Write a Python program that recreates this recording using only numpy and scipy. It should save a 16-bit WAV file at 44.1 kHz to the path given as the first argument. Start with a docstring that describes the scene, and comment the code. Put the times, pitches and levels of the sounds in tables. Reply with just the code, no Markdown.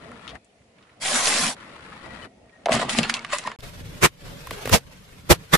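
"""A car tyre rolls slowly over things on rough asphalt: crisps crunch as noise and tiny breaks, then a hollow plastic
toy cracks, groans and rings. After a short gap, in a second place, long balloons rub and burst as smeared, swelling
noise bangs with pushes of air. Engine hum and grit under the tyre, far hiss and a faint brake whine lie behind the
first place, engine rumble and tyre hiss behind the second. The first place stops near 11 kHz, the second near 15 kHz."""
import sys
import numpy as np
from scipy import signal
from scipy.fft import rfft, irfft, next_fast_len
from scipy.io import wavfile
from scipy.ndimage import uniform_filter1d, map_coordinates

SR = 44100
rng = np.random.default_rng(int(sys.argv[2]) if len(sys.argv) > 2 else 0)


def attenuation_scalar(level_db):
    """Turn a level in dB into a linear amplitude multiplier (20 dB per decade)."""
    decades = np.asarray(level_db, float) / 20
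    return 10 ** decades


def digitize_waveform(pressure):
    """Quantize a signal to 16-bit integers and store it at the path in sys.argv[1].

    Rows of a 2-D input are taken as channels; values are limited to [-1, 1].
    """
    field = np.atleast_2d(pressure).T
    bounded = np.clip(field, -1, 1)
    quanta = np.round(bounded * 32767).astype(np.int16)
    wavfile.write(sys.argv[1], SR, quanta)


N = 245637
TIME = np.arange(N) / SR
FIRST_ENDS_S, GAP_S = 3.562, 0.026


# how the crunch swells and fades: time_s, crunch_db
CRUNCH_LEVEL = [(1.001, -54), (1.022, -29), (1.06, -27), (1.16, -22), (1.21, -23.5), (1.29, -20.5),
                (1.345, -22.5), (1.37, -22), (1.475, -23.5), (1.499, -27), (1.529, -35), (1.55, -48)]
# the colour of the crunch: pitch_hz, relative_db
CRUNCH_COLOUR = [(150, -42), (250, -13), (349, -8.5), (757, 2.5), (960, -2.5), (1040, 1.5), (1340, -1.5),
                 (1900, 0.5), (2650, -3.5), (7170, -2.5), (11000, -5), (14300, -50), (22000, -120)]
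# the tyre drops over a heap: loudest_s, thud_db
HEAP_DROPS = [(1.05, -41), (1.145, -39), (1.35, -37), (1.44, -29.5), (1.48, -35.5)]
# the colour of the tyre's thud under the crisps: pitch_hz, relative_db
THUD_COLOUR = [(24, -64), (40, -59), (114, -11), (199, -8.5), (248, 2), (350, -17.5), (460, -25),
               (770, -120)]
# how alike left and right are for crisps and toy: pitch_hz, likeness (1 = the same)
NEAR_LIKENESS = [(60, 1), (240, 0.98), (950, 0.64), (3770, 0.3), (15000, 0.048)]


def crisps():
    """Thousands of brittle breaks merge into a grainy roar over the tyre's dull thud; the nearest stand out."""
    crunch_db, = curves([CRUNCH_LEVEL])
    start, stop = CRUNCH_LEVEL[0][0], CRUNCH_LEVEL[-1][0]
    roar = rush(CRUNCH_COLOUR, NEAR_LIKENESS, grain_db=1, rate=1600, streak_db=4.0)
    roar = attenuation_scalar(0.77 * wobble(60.3)) * roar
    breaks = grains(start, stop, count=2500, hz=3540, cycles=2.2, spread_db=6.0)
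    breaks = attenuation_scalar(-6 + 3.7 * wobble(25.24)) * breaks
    crunch = attenuation_scalar(crunch_db) * (roar + breaks)
    # a steady share of the thud lies 22 dB under the crunch; drops rise and fall at 343 dB per s
    drops = total(swells(*np.transpose(HEAP_DROPS), 343, 343))
    thud = np.hypot(attenuation_scalar(crunch_db - 22), drops) * rush(THUD_COLOUR, NEAR_LIKENESS, streak_db=3.0)
    return ((TIME > start) & (TIME < stop)) * (crunch + thud)


# the toy's wall gives way: loudest_s, crackle_db, rise_db_per_s, fall_db_per_s, brightness_db_per_octave
WALL_CRACKLES = [(2.728, -24, 582, 133, 9), (2.811, -32, 500, 170, 6.5), (2.896, -28, 1200, 54.5, 11),
                 (2.978, -31, 600, 500, 13), (2.988, -29, 500, 163, 5.5), (3.039, -31.5, 885, 170.5, 0.5),
                 (3.098, -28.5, 1000, 496, 14), (3.149, -29.5, 1800, 373, 7.5), (3.258, -59, 400, 491, 0.5),
                 (3.337, -27.5, 503, 398, 7), (3.351, -35, 281, 900, 12.5), (3.373, -40, 200, 178, 18),
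                 (3.475, -39, 203, 352, 5.5), (3.515, -46.5, 500, 250, 4)]
# the colour of the crackle: pitch_hz, relative_db
CRACKLE_COLOUR = [(210, -46), (350, -43), (454, 10), (509, -3), (632, 3), (881, 3.5), (2090, -2),
                  (4630, -13), (6000, -23.5), (7140, -20), (11000, -32.5), (14300, -42), (22000, -120)]
# the wall slips on the stones: loudest_s, level_db
WALL_SLIPS = [(2.83, -28), (2.89, -31), (2.985, -49), (3.06, -51), (3.14, -42), (3.2, -69), (3.258, -44),
              (3.348, -24), (3.4, -42), (3.501, -35.5)]
# the resonances of the wall: pitch_hz, width_hz, relative_db
WALL_MODES = [(1004, 59, 4.5), (1220, 63, -2), (1900, 94, -1.5), (2270, 140, -41), (2580, 63, -2)]
# the air inside is squeezed: loudest_s, level_db
AIR_PUFFS = [(2.692, -22), (2.742, -21.5), (2.834, -25), (2.891, -29), (2.99, -24.5), (3.1, -40),
             (3.31, -45), (3.39, -43), (3.474, -32)]
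# the resonance of the air inside: pitch_hz, width_hz, relative_db
AIR_MODE = [(660, 520, 0)]
# the whole shell bends: loudest_s, groan_db, fall_db_per_s
SHELL_BENDS = [(2.718, -26, 898), (2.743, -23.5, 183), (2.85, -32.5, 48), (2.99, -22, 242),
               (3.04, -40, 220), (3.1, -39, 167), (3.258, -49, 200), (3.395, -45, 400), (3.46, -39.5, 300)]
# the colour of the groan: pitch_hz, relative_db
GROAN_COLOUR = [(18, -56), (30, -14), (97, -10), (135, 4.5), (198, -4.5), (228, 11.5), (302, -11.5),
                (400, -3), (520, -47), (880, -120)]


def toy():
    """The shell crumples in small cracks, creaks in its modes and groans low under the load."""
    s, db, rise, fall, bright_db = np.transpose(WALL_CRACKLES)
    gains, start = swells(s, db, rise, fall), RINGS[0][0]
    # each dB under its peak dulls a crackle by 0.37 dB per octave, at most by 8
    under_db = db[:, None] - 20 * np.log10(gains + 1e-30)
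    tilt_db = bright_db[:, None] - np.minimum(0.37 * under_db, 8)
    tilt_db = np.sum(tilt_db * gains, axis=0) / (np.sum(gains, axis=0) + 1e-30)
    clumps = attenuation_scalar(1.5 * wobble(90))
    crackle = rush(CRACKLE_COLOUR, NEAR_LIKENESS, grain_db=0.5, tilt_db=tilt_db, rate=100, streak_db=4.5)
    cracks = grains(start, FIRST_ENDS_S, count=1600, hz=1950, cycles=0.89, spread_db=7.5)
    crackle = total(gains) * attenuation_scalar(1.5) * (clumps * crackle + attenuation_scalar(-5.5) * cracks)

    # rough noise drives the wall and the air inside
    slips = clumps * rush([(20, 0)], NEAR_LIKENESS, grain_db=8, rate=1300)
    creak_gain = total(swells(*np.transpose(WALL_SLIPS), rise=470, fall=780))
    creak = creak_gain * unit(filtered(slips, ringing(WALL_MODES)))
    puff_gain = total(swells(*np.transpose(AIR_PUFFS), rise=1050, fall=360))
    hollow = puff_gain * unit(filtered(slips, lambda hz: ringing(AIR_MODE)(hz) ** 2))

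    s, db, fall = np.transpose(SHELL_BENDS)
    groan_gain = total(swells(s, db, 960, fall)) * attenuation_scalar(0.94 * wobble(30.2))
    groan = groan_gain * rush(GROAN_COLOUR, NEAR_LIKENESS, streak_db=0.5)
    return (TIME > start) * (crackle + creak + hollow + groan)


# short rings: hollow knocks of the toy, knocks among the balloons, and a few higher chirps:
# start_s, level_db, pitch_hz, time_to_fall_60_db_s
RINGS = [(2.66, -6, 697, 0.019), (2.67, 1, 670, 0.0088), (2.682, -17, 750, 0.0089),
         (2.694, 1.5, 620, 0.011), (2.705, -12.5, 670, 0.03), (2.722, -10.5, 653, 0.034),
         (2.744, -23.5, 1200, 0.089), (2.764, -12.5, 670, 0.019), (2.796, -11, 656, 0.014),
         (2.815, -16, 633, 0.025), (2.847, -21, 650, 0.016), (2.985, -26.5, 740, 0.014),
         (3.248, -27, 1160, 0.031), (3.321, -23, 1225, 0.042), (3.332, -19.5, 587, 0.072),
         (3.344, -24.5, 1206, 0.043), (3.45, -24, 1015, 0.043), (3.475, -8.5, 1010, 0.015),
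         (3.516, -23, 1090, 0.021), (4.471, -25, 1050, 0.022), (4.509, -12.5, 1100, 0.0091),
         (4.514, -10.5, 535, 0.0067), (4.655, -10, 472, 0.013), (4.675, -4.5, 610, 0.0069),
         (4.698, -14, 447, 0.015), (2.2244, -41, 3000, 0.091), (3.0325, -18, 2650, 0.033),
         (3.1644, -30, 2670, 0.078), (3.1894, -27, 2220, 0.034), (3.3444, -31, 1650, 0.04),
         (3.4605, -28, 1844, 0.072)]


def knocks():
    """One note that swells in and dies, from a short hollow knock to a longer high ring."""
    out, t = np.zeros(N + SR), np.arange(SR // 8) / SR
    for s, db, hz, t60 in RINGS:
        fade = attenuation_scalar(db + 2 - 60 * t / t60)
        swell = (1 - np.exp(-t / 0.001)) ** 2
        out[round(s * SR):][:len(t)] += fade * swell * np.sin(2 * np.pi * hz * t)
    return out[:N]


# snaps of plastic, grit and rubber: start_s, level_db, pitch_hz, left_over_right_db
SNAP_EVENTS = [(0.1162, -20, 1370, 0), (0.2776, -22.5, 3150, 13.5), (0.285, -35, 3500, -3),
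               (0.2918, -24, 3200, 10), (0.298, -29, 3300, 8), (0.305, -27, 3300, 6),
               (0.354, -23, 1740, 13), (0.4454, -47, 7600, 6), (0.6185, -46, 1830, 1),
               (0.784, -37, 2200, -6), (0.826, -37, 3100, -3), (0.8938, -34, 1850, 2),
               (1.795, -29, 1400, 6), (1.863, -22, 1470, 10), (1.921, -25, 1390, 8),
               (2.4947, -38, 1940, -13), (2.658, -7.5, 1830, -0.5), (2.6931, -13, 1480, 6),
               (2.7195, -2.5, 1510, 6), (2.795, -11.5, 1350, -3), (2.815, -10, 1460, 9),
               (2.8943, -14.5, 2440, 13), (2.9866, 0.5, 2520, 5), (3.031, -6.5, 2620, -1),
               (3.0968, -0.5, 1870, -0.5), (3.14, -7.5, 3330, -0.5), (3.1686, -17, 2210, -2),
               (3.2475, -14.5, 1890, -3), (3.266, -27, 1750, 4), (3.2974, -39, 1340, 3),
               (3.315, -34, 1860, 7), (3.385, -16, 2020, -2), (3.3846, -18, 6300, -1),
               (3.4728, -13, 1900, -1), (3.5165, -20, 1790, -2), (3.6054, -33.5, 3140, -5),
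               (4.4707, -22.5, 2060, -1), (4.5085, -16.5, 2300, -2), (4.6563, -13.5, 1940, 0),
               (4.6749, -15, 1430, 0), (4.6941, -8.5, 1380, -2)]
# how grit, plastic and rubber snap, one row each:
# used_until_s, width_as_share_of_pitch, wide_fizz_db, click_db, fizz_time_to_fall_60_db_s
SNAP_MATERIALS = [(2.6, 0.55, -33, 0.5, 0.051), (3.6, 1.09, -37, 6, 0.042), (6, 1.24, -11.5, 6, 0.034)]


def snaps():
    """Each snap is a broad click of a millisecond and a dying fizz around its colour."""
    rise_s, click_t60_s, click_wide = 0.00025, 0.004, 0.15
    out, t = np.zeros((2, N + SR)), np.arange(SR // 8) / SR
    for s, db, hz, pan_db in SNAP_EVENTS:
        _, width, broad_db, click_db, t60 = next(row for row in SNAP_MATERIALS if s < row[0])
        noise = np.sign(rng.standard_normal((3, len(t))))
        both = noise[0] + 0.57 * noise[1:]  # one shared noise, one for each side
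        both = both * (1 - np.exp(-t / rise_s))
        band = ringing([(hz, width * hz, 0)])
        fizz = both * attenuation_scalar(-60 * t / t60)
        fizz = filtered(fizz, lambda f: band(f) ** 2 + attenuation_scalar(broad_db) * f / (f + 600))
        click = both * attenuation_scalar(click_db - 60 * t / click_t60_s)
        click = filtered(click, lambda f: (band(f) + click_wide) * f / (f + 600))
        out[:, round(s * SR):][:, :len(t)] += attenuation_scalar(db - 5) * sides(pan_db) * (fizz + click)
    return out[:, :N]


# balloons that burst: loudest_s, bang_db, swell_s, fade_s, push_of_air_db
BALLOON_BURSTS = [(4.047, -9, 0.013, 0.014, -14.5), (4.741, -10, 0.012, 0.023, -13),
                  (5.314, -7, 0.0089, 0.013, -11), (5.544, -8, 0.0082, 0.0097, -15)]
# the colour of each balloon's bang, one list each: pitch_hz, relative_db
BANG_COLOURS = [
    [(260, -35), (450, -5.5), (814, -11), (1050, -2), (1470, -2.5), (1580, -8), (2260, -3), (4210, -15),
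     (7720, -12.5), (15500, -26.5)],
    [(260, -45), (450, -1.5), (876, -8), (1330, -9.5), (1430, -11), (2040, -8), (3040, -12), (6860, -13.5),
     (14400, -23), (15500, -24)],
    [(260, -7), (450, -3.5), (537, -5), (1410, -11.5), (1490, -18), (1660, -12.5), (4670, -17.5),
     (5330, -20), (13000, -21.5), (15500, -31.5)],
    [(260, -6.5), (450, -3), (545, -6), (1860, -2.5), (2910, -15), (3680, -8.5), (4020, -13.5),
     (11900, -21.5), (12800, -18), (15500, -32)],
]
# the colour of each balloon's push of air, one list each: pitch_hz, relative_db
PUSH_COLOURS = [
    [(15, -32), (25, -13), (112, -4.5), (285, -11), (362, 3), (600, -32.5), (780, -40), (1320, -120)],
    [(15, -42), (25, -11), (97, 3.5), (313, -8), (498, -5), (600, -10), (780, -11), (1320, -120)],
    [(15, -38), (25, -9.5), (114, 6), (293, -4), (454, -4), (600, -33.5), (780, -25), (1320, -120)],
    [(15, -40), (25, -3), (128, 14), (430, 5), (547, -12), (600, 9), (780, -37), (1320, -120)],
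]
# how alike left and right are in the bursts: pitch_hz, likeness (1 = the same)
BURST_LIKENESS = [(60, 0.77), (180, 0.53), (550, 0.29), (1650, 0.15), (4970, 0.1), (15000, 0.03)]


def balloons():
    """A balloon bursts as a smeared, swelling bang of ragged noise with a push of air."""
    ragged = rush([(20, 0)], BURST_LIKENESS, grain_db=2.2, rate=600, streak_db=1.5)
    air = rush([(20, 0)], BURST_LIKENESS, streak_db=2.5)
    out = np.zeros((2, N))
    for event, bang_colour, push_colour in zip(BALLOON_BURSTS, BANG_COLOURS, PUSH_COLOURS):
        s, bang_db, swell, fade, push_db = event
        u = np.where(TIME < s, (s - TIME) / swell, (TIME - s) / fade)
        near = slice(round((s - 0.1) * SR), round((s + 0.15) * SR))
        shape = np.exp(-u[near] ** 2.1 / 2)  # a rounded top, steep skirts
        bang = shape * filtered(ragged[:, near], lambda hz: attenuation_scalar(along(bang_colour, hz)))
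        push = shape * filtered(air[:, near], lambda hz: attenuation_scalar(along(push_colour, hz)))
        energy = np.sqrt(np.mean(shape ** 2))
        bang = attenuation_scalar(bang_db) * sides(-2.5) * unit(bang)
        out[:, near] += energy * (bang + attenuation_scalar(push_db) * unit(push))
    return out


# engine load in the second place: time_s, rumble_db
RUMBLE_LEVEL = [(3.6, -42), (3.617, -52), (3.635, -34), (3.68, -42), (3.79, -40), (3.85, -42),
                (3.936, -38.5), (4.0, -40), (4.25, -39.5), (4.46, -43), (4.53, -37.5), (4.6, -43),
                (4.71, -33), (4.85, -38), (4.95, -49), (5.27, -48.5), (5.37, -35), (5.42, -36),
                (5.5, -44.5)]
# the colour of the rumble: pitch_hz, relative_db
RUMBLE_COLOUR = [(12, -43), (20, -1), (43, -1.5), (172, 0), (189, -2.5), (222, -13), (259, -7.5),
                 (354, -18.5), (551, -12), (600, -11), (780, -57), (1320, -120)]
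# swells of hiss, rubber rubbing and the noisy tails after bursts:
# loudest_s, level_db, rise_db_per_s, fall_db_per_s
HISS_SWELLS = [(3.637, -42, 898, 107), (4.078, -26, 500, 900), (4.4, -48.5, 60, 60), (4.53, -44, 120, 28),
               (4.71, -35.5, 64, 198), (5.349, -26, 498, 600), (5.43, -41, 197, 154),
               (5.527, -29, 1200, 200)]
# the colour of the hiss: pitch_hz, relative_db
HISS_COLOUR = [(240, -44), (400, -3.5), (548, -9), (774, -8.5), (1200, -8), (1640, -8), (3360, -11),
               (3680, -11.5), (4540, -13.5), (7670, -19), (13200, -21.5), (14400, -30)]
# how alike left and right are in the second place and the far hiss: pitch_hz, likeness (1 = the same)
WIDE_LIKENESS = [(60, 0.9), (240, 0.57), (950, -0.0), (3770, 0.026), (15000, 0)]


def park():
    """Lumpy engine rumble and a wide hiss: the tyre's, swelling with rubbing rubber and the tails of bursts."""
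    rumble_db, = curves([RUMBLE_LEVEL])
    rumble = attenuation_scalar(rumble_db + 0.57 * wobble(31)) * rush(RUMBLE_COLOUR, WIDE_LIKENESS, streak_db=3.5)
    # tyre hiss is -49.5 dB at a rumble of -44 dB and follows 0.87 of the rumble's swings
    tyre = attenuation_scalar(-49.5 + 0.87 * (rumble_db + 44))
    hiss_gain = np.hypot(tyre, total(swells(*np.transpose(HISS_SWELLS))))
    hiss_gain = hiss_gain * attenuation_scalar(1.5 * wobble(56))
    return rumble + hiss_gain * rush(HISS_COLOUR, WIDE_LIKENESS, grain_db=0.5, rate=290)


# levels along the forest road, one row a stretch:
# start_s, engine_hum_db, grit_db, grit_growth_db_per_s, grit_left_over_right_db
ROAD_STRETCHES = [(0, -47.5, -46, 8.5, 7), (0.38, -61.5, -72.5, 21, 1), (.768, -57.5, -57, -4, -2),
                  (1.548, -50.5, -42.5, 1, 3.5), (2.03, -44, -41.5, 5, 8), (2.273, -54.5, -70.5, 39, 2)]
# the colour of the idling engine: pitch_hz, relative_db
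HUM_COLOUR = [(15, -48), (25, -47), (54, -3), (231, 1.5), (269, -2), (356, -5.5), (448, -2), (701, -3),
              (1000, -17.5), (1300, -57), (2200, -120)]
# the colour of the grit: pitch_hz, relative_db
GRIT_COLOUR = [(350, -1.5), (600, -52), (833, -7), (1410, -4.5), (1570, -11), (1910, -8.5), (2230, -13),
               (4260, -24), (5910, -35.5), (11000, -40), (14300, -63), (22000, -120)]
# how alike left and right are for hum and grit: pitch_hz, likeness (1 = the same)
FAR_LIKENESS = [(60, 1), (240, 0.94), (950, 0.42), (3770, -0.23), (15000, 0.064)]
# brake whine: loudest_s, level_db, pitch_hz, half_length_s
BRAKE_WHINES = [(2.15, -49, 1930, 0.12), (2.54, -61.5, 1870, 0.1)]
# the colour of the far forest hiss: pitch_hz, relative_db
FOREST_COLOUR = [(530, -23.5), (900, 2), (1550, -7), (1820, 3), (2700, 2), (3160, -1.5), (11000, -11),
                 (14300, -55), (22000, -120)]


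def road():
    """Idling engine in the middle, grit ticking under the tyre, far hiss, a faint unsteady brake whine."""
    s, hum_db, grit_db, grows, pan_db = np.transpose(ROAD_STRETCHES)
    stretch = np.searchsorted(s, TIME, "right") - 1
    # grit grows or fades for the first 0.4 s of each stretch
    grit_db = grit_db[stretch] + grows[stretch] * np.minimum(TIME - s[stretch], 0.4)
    fade = round(0.034 * SR)  # levels glide from one stretch to the next
    hum_db, grit_db, pan_db = uniform_filter1d([hum_db[stretch], grit_db, pan_db[stretch]], fade, axis=1)
    hum = attenuation_scalar(hum_db + 2 * wobble(12.38)) * rush(HUM_COLOUR, FAR_LIKENESS, streak_db=3.0)
    tilt_db = np.full(N, 3.38)  # brightness in dB per octave
    grit = rush(GRIT_COLOUR, FAR_LIKENESS, grain_db=2.0, tilt_db=tilt_db, rate=390, streak_db=2)
    grit = attenuation_scalar(grit_db + 1.3 * wobble(30.16)) * sides(pan_db) * grit
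    whine = np.zeros(N)
    for at, db, hz, half in BRAKE_WHINES:
        whine += attenuation_scalar(db - 7.1 * ((TIME - at) / half) ** 4) * np.sin(2 * np.pi * hz * TIME)
    whine = unit(wobble(50)) * whine * sides(6.1)
    forest = attenuation_scalar(-65.5) * rush(FOREST_COLOUR, WIDE_LIKENESS, streak_db=3.0)
    return hum + grit + whine + forest


def rush(spectrum, alike, grain_db=0, tilt_db=0, rate=1500, streak_db=3):
    """Stereo noise with narrow passing streaks, roughened into grains, coloured, with a moving brightness."""
    z = signal.stft(rng.standard_normal((2, N)), nperseg=1024)[2]
    field = uniform_filter1d(rng.standard_normal(z.shape[1:]), size=2, axis=0)
    field = uniform_filter1d(field, size=5, axis=1)
    pair = signal.istft(z * attenuation_scalar(streak_db * unit(field)), nperseg=1024)[1][:, :N]
    pair = pair * attenuation_scalar(grain_db * wobble(rate))

    def colour(hz):
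        # the angle shares the power between middle and side, to set the left-right likeness
        turn = np.arccos(np.clip(along(alike, hz), -1, 1)) / 2
        return attenuation_scalar(along(spectrum, hz)) * [np.cos(turn), np.sin(turn)]

    mid, side = filtered(pair, colour)
    both = unit(np.array([mid + side, mid - side]))
    if np.ndim(tilt_db) == 0:
        return both
    hz, t, z = signal.stft(both, SR, nperseg=256)
    octaves = np.log2((hz[:, None] + 100) / 2000)
    slope = attenuation_scalar(octaves * np.interp(t, TIME, tilt_db))
    return signal.istft(z * slope, SR, nperseg=256)[1][:, :N]


def grains(start, stop, count, hz, cycles, spread_db):
    """Scattered tiny breaks, each a damped sine of its own pitch, size and side; rms 1 over their span."""
    u, g, t = rng.random((count, 3)), rng.standard_normal((count, 1)), np.arange(256) / SR
    pitch = np.clip(hz * np.exp(0.5 * g), 200, SR / 4)
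    size = attenuation_scalar(-spread_db * np.log(u[:, 1:2] + 0.016))
    size = size * np.sqrt(pitch / hz)  # a low ring lasts longer, so it starts weaker
    ping = size * np.exp(-t * pitch / cycles) * np.sin(2 * np.pi * pitch * t)
    at = ((start + (stop - start) * u[:, :1]) * SR).astype(int) + np.arange(len(t))
    turn = np.pi / 4 + 1.7 * (u[:, 2:] - 0.5)
    left, right = (np.bincount(at.ravel(), (ping * f(turn)).ravel(), N + SR)[:N] for f in (np.cos, np.sin))
    return unit(np.array([left, right])) * np.sqrt((stop - start) * SR / N)


def ringing(modes):
    """The response of a few resonances, with alternating signs."""
    def response(hz):
        out = 0
        for k, (centre, width, db) in enumerate(modes):
            peak = 1j * hz * width / (centre * centre - hz * hz + 1j * hz * width)
            out = out + (-1) ** k * attenuation_scalar(db) * peak
        return out
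    return response


def swells(s, db, rise, fall):
    """One gain curve per event: up to its peak and down again at steady dB per second."""
    s, db, rise, fall = (np.reshape(v, (-1, 1)) for v in (s, db, rise, fall))
    late = TIME - s
    return attenuation_scalar(db + np.where(late < 0, rise, -fall) * late)


def total(gains):
    """Unrelated gains add as powers."""
    return np.sqrt(np.sum(gains ** 2, axis=0))


def unit(x):
    """Scaled to rms 1."""
    return x / np.sqrt(np.mean(x ** 2) + 1e-20)


def along(points, hz):
    """(Hz, value) points joined on a log axis."""
    f, v = np.transpose(points)
    return np.interp(np.log(hz + 1), np.log(f + 1), v)


def curves(tables):
    """One value per sample for each column after the time."""
    s, *cols = np.vstack(tables).T
    return [np.interp(TIME, s, c) for c in cols]


def wobble(rate):
    """A smooth random curve, rate knots a second."""
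    knots = rng.standard_normal(int(N * rate / SR) + 4)
    return map_coordinates(knots, [TIME * rate])


def filtered(x, response):
    """The spectrum of x times a response of frequency."""
    m = next_fast_len(x.shape[-1] + 8192)
    return irfft(rfft(x, m) * response(np.fft.rfftfreq(m, 1 / SR)), m)[..., :x.shape[-1]]


def sides(pan_db):
    """Left and right gains; a positive pan_db makes the left louder."""
    return attenuation_scalar(np.array([pan_db, -pan_db]) / 2).reshape(2, -1)


def ducked(x):
    """Gain control: a loud moment pulls the level down a little late, and it creeps back."""
    threshold_db, most_db, back_db_per_s, late_s = -27, 10.5, 132, 0.049
    size = round(late_s * SR)
    power = np.abs(uniform_filter1d(np.mean(x ** 2, axis=0), 512))
    over = 10 * np.log10(power + 1e-12) - threshold_db
    back = back_db_per_s * TIME
    duck = np.clip(np.maximum.accumulate(over + back) - back, 0, most_db)
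    late_duck = uniform_filter1d(np.pad(duck, (size, 0))[:N], size)
    return x * attenuation_scalar(-late_duck)


def below(x, top_hz):
    """Keeps what lies below top_hz, with a steep edge."""
    return filtered(x, lambda hz: 1 / (1 + np.exp(np.clip((hz - top_hz) / 40, -50, 50))))


def scene():
    """Two places joined by a short silent gap, each with its own band limit."""
    hits = snaps() + knocks()
    first = (road() + crisps() + toy() + hits) * (TIME < FIRST_ENDS_S)
    second = ducked((park() + balloons() + hits) * (TIME > FIRST_ENDS_S + GAP_S))
    return below(first, 11050) + below(second, 14940)


def roll_off(x):
    """The treble ends steeply here."""
    return signal.sosfilt(signal.butter(12, 15630, fs=SR, output="sos"), x)


def record(dry):
    """The loudest peaks clip, with a slightly rounded knee."""
    mix = dry / (1 + np.abs(dry) ** 8) ** (1 / 8)
    return roll_off(mix)


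dry = scene()
out = record(dry)
digitize_waveform(out)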